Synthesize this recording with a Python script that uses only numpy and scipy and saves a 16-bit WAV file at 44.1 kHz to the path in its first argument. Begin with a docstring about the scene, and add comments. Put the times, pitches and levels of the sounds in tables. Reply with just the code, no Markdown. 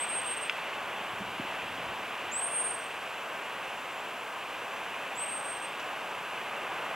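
"""A thin, high alarm whistle is already sounding: a blackbird in a bare thicket gives three in all,
and branches and twigs scatter each into a fluttering blur on its way to the microphone.
Distant traffic rushes steadily behind it, and later small birds peep far away. Close up are two faint
ticks and the hand-held camera that carries the one microphone: it clicks once, takes a few soft bumps
and rumbles faintly as it is moved."""
import sys
import numpy as np
from scipy import signal
from scipy.fft import rfft, irfft, next_fast_len
from scipy.io import wavfile
from scipy.ndimage import map_coordinates

SR = 44100
rng = np.random.default_rng(int(sys.argv[2]) if len(sys.argv) > 2 else 0)


def transcribe(u):
    """Save the signal u as a 16-bit wav file named by the first command-line argument.

    u: samples, shape (n,) or (channels, n), limited to [-1, 1]; the rate is SR.
    q: integer samples, one column per channel.
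    """
    v = np.clip(np.atleast_2d(u).T, -1, 1)
    q = np.round(v * 32767).astype(np.int16)
    wavfile.write(sys.argv[1], SR, q)


N = 306495

# The blackbird in the thicket. Each row: start in seconds, top pitch in Hz, rise time in seconds, sag in
# Hz per second, relative level in dB, fade in dB per second, hold in seconds, release in dB per second.
WHISTLES = [(-.07, 8530, .042, 170, -34.5, 12, .505, 500), (2.312, 8730, .053, 680, -33.5, 1, .36, 125),
            (5.147, 8490, .034, -60, -37.5, 11, .5, 450)]
# The whistle as heard dips briefly where echoes cancel it.
# Each row: time in seconds, depth in dB, half length in seconds.
LEVEL_DIPS = [(.07, 13, .02), (.235, 11, .025), (.355, 18, .009), (.398, 24, .013), (2.41, 10, .008),
              (2.505, 4, .03), (5.165, 6, .017), (5.275, 5, .03), (5.42, 13, .028), (5.598, 13, .026)]
# The distant roads. Each row: time in seconds, relative levels of roar and of tyre hiss in dB.
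TRAFFIC_LEVELS = [(0.0, -39, -39.5), (0.35, -40, -40), (0.68, -39, -41), (0.91, -39.5, -43),
                  (2.07, -39, -41.5), (2.9, -40.5, -43.5), (3.66, -40, -43), (4.37, -40.5, -43.5),
                  (4.7, -40, -43), (6.08, -40, -43), (6.37, -39, -42.5), (6.95, -38.5, -42.5)]
# Spectra of road roar, tyres, faint high hiss and the hand on the camera.
# Each row: frequency in Hz, relative level in dB.
ROAR_SPECTRUM = [(25, -34), (50, -29.5), (100, -16), (200, -11), (320, -8.5), (450, -4), (650, -0.5),
                 (1050, 1), (1230, -0.5), (1370, -3.5), (1570, -1), (1850, -9), (2600, -16.5), (5000, -60)]
TYRE_SPECTRUM = [(600, -33), (1400, -18.5), (1900, -5), (2250, -4), (2650, -0.5), (2950, -4), (3300, -8.5),
                 (4000, -18), (5000, -25.5), (8000, -38)]
AIR_SPECTRUM = [(1500, -24), (4000, -1.3), (6000, 0.1), (7500, 1.5), (9500, -2), (12000, -2), (15500, -4)]
HANDLING_SPECTRUM = [(20, -20), (45, -10), (80, -4), (170, 0), (300, -1), (500, -12), (1200, -60)]
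# Faint dry ticks. Each row: start in seconds, level in dB, seconds to fall by 60 dB.
TICKS = [(.378, -52, .02), (5.798, -44.5, .06)]
# The snap of the camera's plastic shell: time in seconds, level in dB, pitch in Hz, half length in seconds.
SHELL_SNAP = (.4968, -14.5, 2450, .0005)
# The shell's modes. Each row: frequency in Hz, level in dB against the snap, seconds to fall by 60 dB.
SHELL_MODES = [(1520, -10, .025), (2130, -12, .006), (2770, -5.5, 0.016), (3310, -5, .013),
               (5020, -20, 0.024), (6600, -20.5, .009)]
# Soft bumps on the camera. Each row: time in seconds, peak in dB, pitch in Hz, half length in seconds.
BUMPS = [(1.012, -41, 210, .004), (1.138, -44, 130, .005), (1.21, -36, 230, 0.0022), (1.22, -36, 197, .006),
         (1.4, -27.5, 258, 0.003), (1.406, -40, 126, .007), (1.452, -35, 283, .003),
         (1.785, -36, 270, .003)]
# The hand shifts its grip. Each row: time in seconds, rumble level in dB, half length in seconds.
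GRIP_SHIFTS = [(1.25, -55, .26), (1.836, -53.5, 0.24), (2.23, -55.5, .05)]
# Small birds far off. Each row: time in seconds, level in dB, pitch in Hz, half length in seconds.
PEEPS = [(2.82, -62, 5850, .025), (3.8, -68, 7200, .04), (3.98, -64, 7200, .055), (4.2, -67, 7200, .04),
         (4.6, -67, 5930, .045), (4.77, -62, 5980, .06)]


def amp(db):
    """Decibels to gain."""
    return 10 ** (np.asarray(db) / 20)


def unit(x):
    """Scaled to rms 1."""
    return x / np.sqrt(np.mean(x ** 2) + 1e-20)


def clock():
    """The time of every sample in seconds."""
    return np.arange(N) / SR


def wobble(rate):
    """A smooth random curve, rate knots a second."""
    return map_coordinates(rng.standard_normal(int(N * rate / SR) + 4), [clock() * rate])


def swell(s, half):
    """A bell-shaped rise and fall around time s."""
    return np.exp(-np.minimum(((clock() - s) / half) ** 2, 20))


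def filtered(x, response):
    """x through a filter whose response is a function of Hz."""
    size = next_fast_len(N + SR // 2)
    return irfft(rfft(x, size) * response(np.fft.rfftfreq(size, 1 / SR)), size)[..., :N]


def rush(spectrum):
    """Noise of rms 1, coloured by a spectrum read on a log frequency axis."""
    points_hz, points_db = np.transpose(spectrum)
    colour = lambda hz: amp(np.interp(np.log(hz + 1), np.log(points_hz), points_db))
    return unit(filtered(rng.standard_normal(N), colour))


def whistle(age, dip_db, top_hz, rise, sag, db, fade, hold, release,
            start_hz=6750, attack_s=.032, sag_after_s=.17,
            droop_hz_per_db=7, quiver_hz=12, flutter_db=1.7):
    """The syrinx sings a pure tone that sweeps up, holds and dies away; as heard, it dips briefly."""
    sweep = top_hz - (top_hz - start_hz) * np.exp(-age / rise)
    droop = droop_hz_per_db * dip_db  # the pitch drops slightly in each dip
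    pitch = sweep - sag * np.maximum(age - sag_after_s, 0) - droop
    level_db = db - fade * age - release * np.maximum(age - hold, 0) - dip_db
    attack = 1 - np.exp(-age / attack_s)
    phase = 2 * np.pi * np.cumsum(pitch + quiver_hz * wobble(130)) / SR
    return np.sqrt(2) * attack * amp(level_db + flutter_db * wobble(90)) * np.sin(phase)


def branches(call, count=6):
    """A few thick branches return early copies, which beat against a moving pitch."""
    delays_s = rng.uniform(.004, .045, count)
    return sum(np.pad(call, (int(delay * SR), 0))[:N] for delay in delays_s) / np.sqrt(count)


def thicket(call, t60=0.51, build_up_s=0.0026):
    """Countless twigs around the bird send back a dense, quickly dying echo."""
    t = np.arange(SR // 2) / SR
    tail = rng.standard_normal(len(t)) * amp(-60 * t / t60) * (1 - np.exp(-t / build_up_s))
    return signal.fftconvolve(call, tail / np.linalg.norm(tail))[:N]


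def blackbird(direct_db=1.0, branch_db=-13, echo_db=-10.0):
    """Each whistle reaches the microphone straight and off the wood, by new paths as the head turns."""
    lead = SR // 10  # the first whistle is already under way, so the echo of its rise hangs in the air
    dip_db = sum(depth_db * swell(s + lead / SR, half) for s, depth_db, half in LEVEL_DIPS)
    calls = [whistle(np.maximum(clock() - lead / SR - s, 0), dip_db, *shape) for s, *shape in WHISTLES]
    heard = sum(amp(direct_db) * call + amp(branch_db) * branches(call) + amp(echo_db) * thicket(call)
                for call in calls)
    return np.pad(heard[lead:], (0, lead))


def traffic(roar_db=0.5, tyres_db=0.37, air_db=-54.5, waver_db=0.46):
    """Far roads blend into a gently wavering roar and tyre hiss, over a faint even hiss."""
    times, road_levels, hiss_levels = np.transpose(TRAFFIC_LEVELS)
    road_db = np.interp(clock(), times, road_levels) + roar_db
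    hiss_db = np.interp(clock(), times, hiss_levels) + tyres_db
    roar = amp(road_db + waver_db * wobble(7)) * rush(ROAR_SPECTRUM)
    tyres = amp(hiss_db + waver_db * wobble(4.91)) * rush(TYRE_SPECTRUM)
    return roar + tyres + amp(air_db) * rush(AIR_SPECTRUM)


def ticks(low_hz=2500, high_hz=8500):
    """Short, faint crackles of bright noise, with no echo."""
    t = clock()
    bursts = sum(amp(db - 60 * np.maximum(t - s, 0) / t60) * (t >= s) for s, db, t60 in TICKS)
    band = lambda hz: (hz / low_hz) ** 2 / (1 + (hz / low_hz) ** 3) / (1 + (hz / high_hz) ** 8)
    return bursts * unit(filtered(rng.standard_normal(N), band))


def contact(s, db, hz, half):
    """A knock on the camera, too damped to ring: only a cycle or two."""
    return amp(db) * swell(s, half) * np.cos(2 * np.pi * hz * (clock() - s))


def shell_click(attack_s=0.0005):
    """Right at the microphone the plastic shell snaps, then its modes ring for some milliseconds."""
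    s, db = SHELL_SNAP[:2]
    age = np.maximum(clock() - s, 0)
    ring = sum(amp(level - 60 * age / t60) * np.sin(2 * np.pi * hz * age)
               for hz, level, t60 in SHELL_MODES)
    return contact(*SHELL_SNAP) + amp(db) * ring * (1 - np.exp(-age / attack_s))


def handling(steady_hand_db=-77.5, lumpy_db=3):
    """The shifting hand rumbles through the camera body into the microphone and bumps it now and then."""
    grip = amp(steady_hand_db) + sum(amp(db) * swell(s, half) for s, db, half in GRIP_SHIFTS)
    rumble = grip * amp(lumpy_db * wobble(25)) * rush(HANDLING_SPECTRUM)
    return rumble + sum(contact(*bump) for bump in BUMPS)


def far_birds(blur_hz=95):
    """Distance smears each peep into a soft, unsteady tone."""
    drift_cycles = np.cumsum(blur_hz * wobble(300)) / SR
    return np.sqrt(2) * sum(amp(db) * swell(s, half) * np.sin(2 * np.pi * (hz * clock() + drift_cycles))
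                            for s, db, hz, half in PEEPS)


def scene():
    """Birds, far roads and close camera noises reach one microphone that feeds both channels."""
    mono = traffic() + handling() + blackbird() + far_birds() + shell_click() + ticks()
    return np.array([mono, mono])


def record(dry, hiss_db=-78, skew_above_hz=750, top_hz=15900):
    """Each channel adds a trace of bright hiss, and the treble ends at a steep band limit."""
    lag_s = np.array([[.5], [-.5]]) / SR  # above the bass, left runs one sample behind right
    skew = lambda hz: np.exp(-2j * np.pi * hz * lag_s * hz ** 2 / (hz ** 2 + skew_above_hz ** 2))
    hiss = amp(hiss_db) * np.diff(rng.standard_normal((2, N + 1)))
    return filtered(dry + hiss, lambda hz: (hz < top_hz) * skew(hz))


dry = scene()
out = record(dry)
transcribe(out)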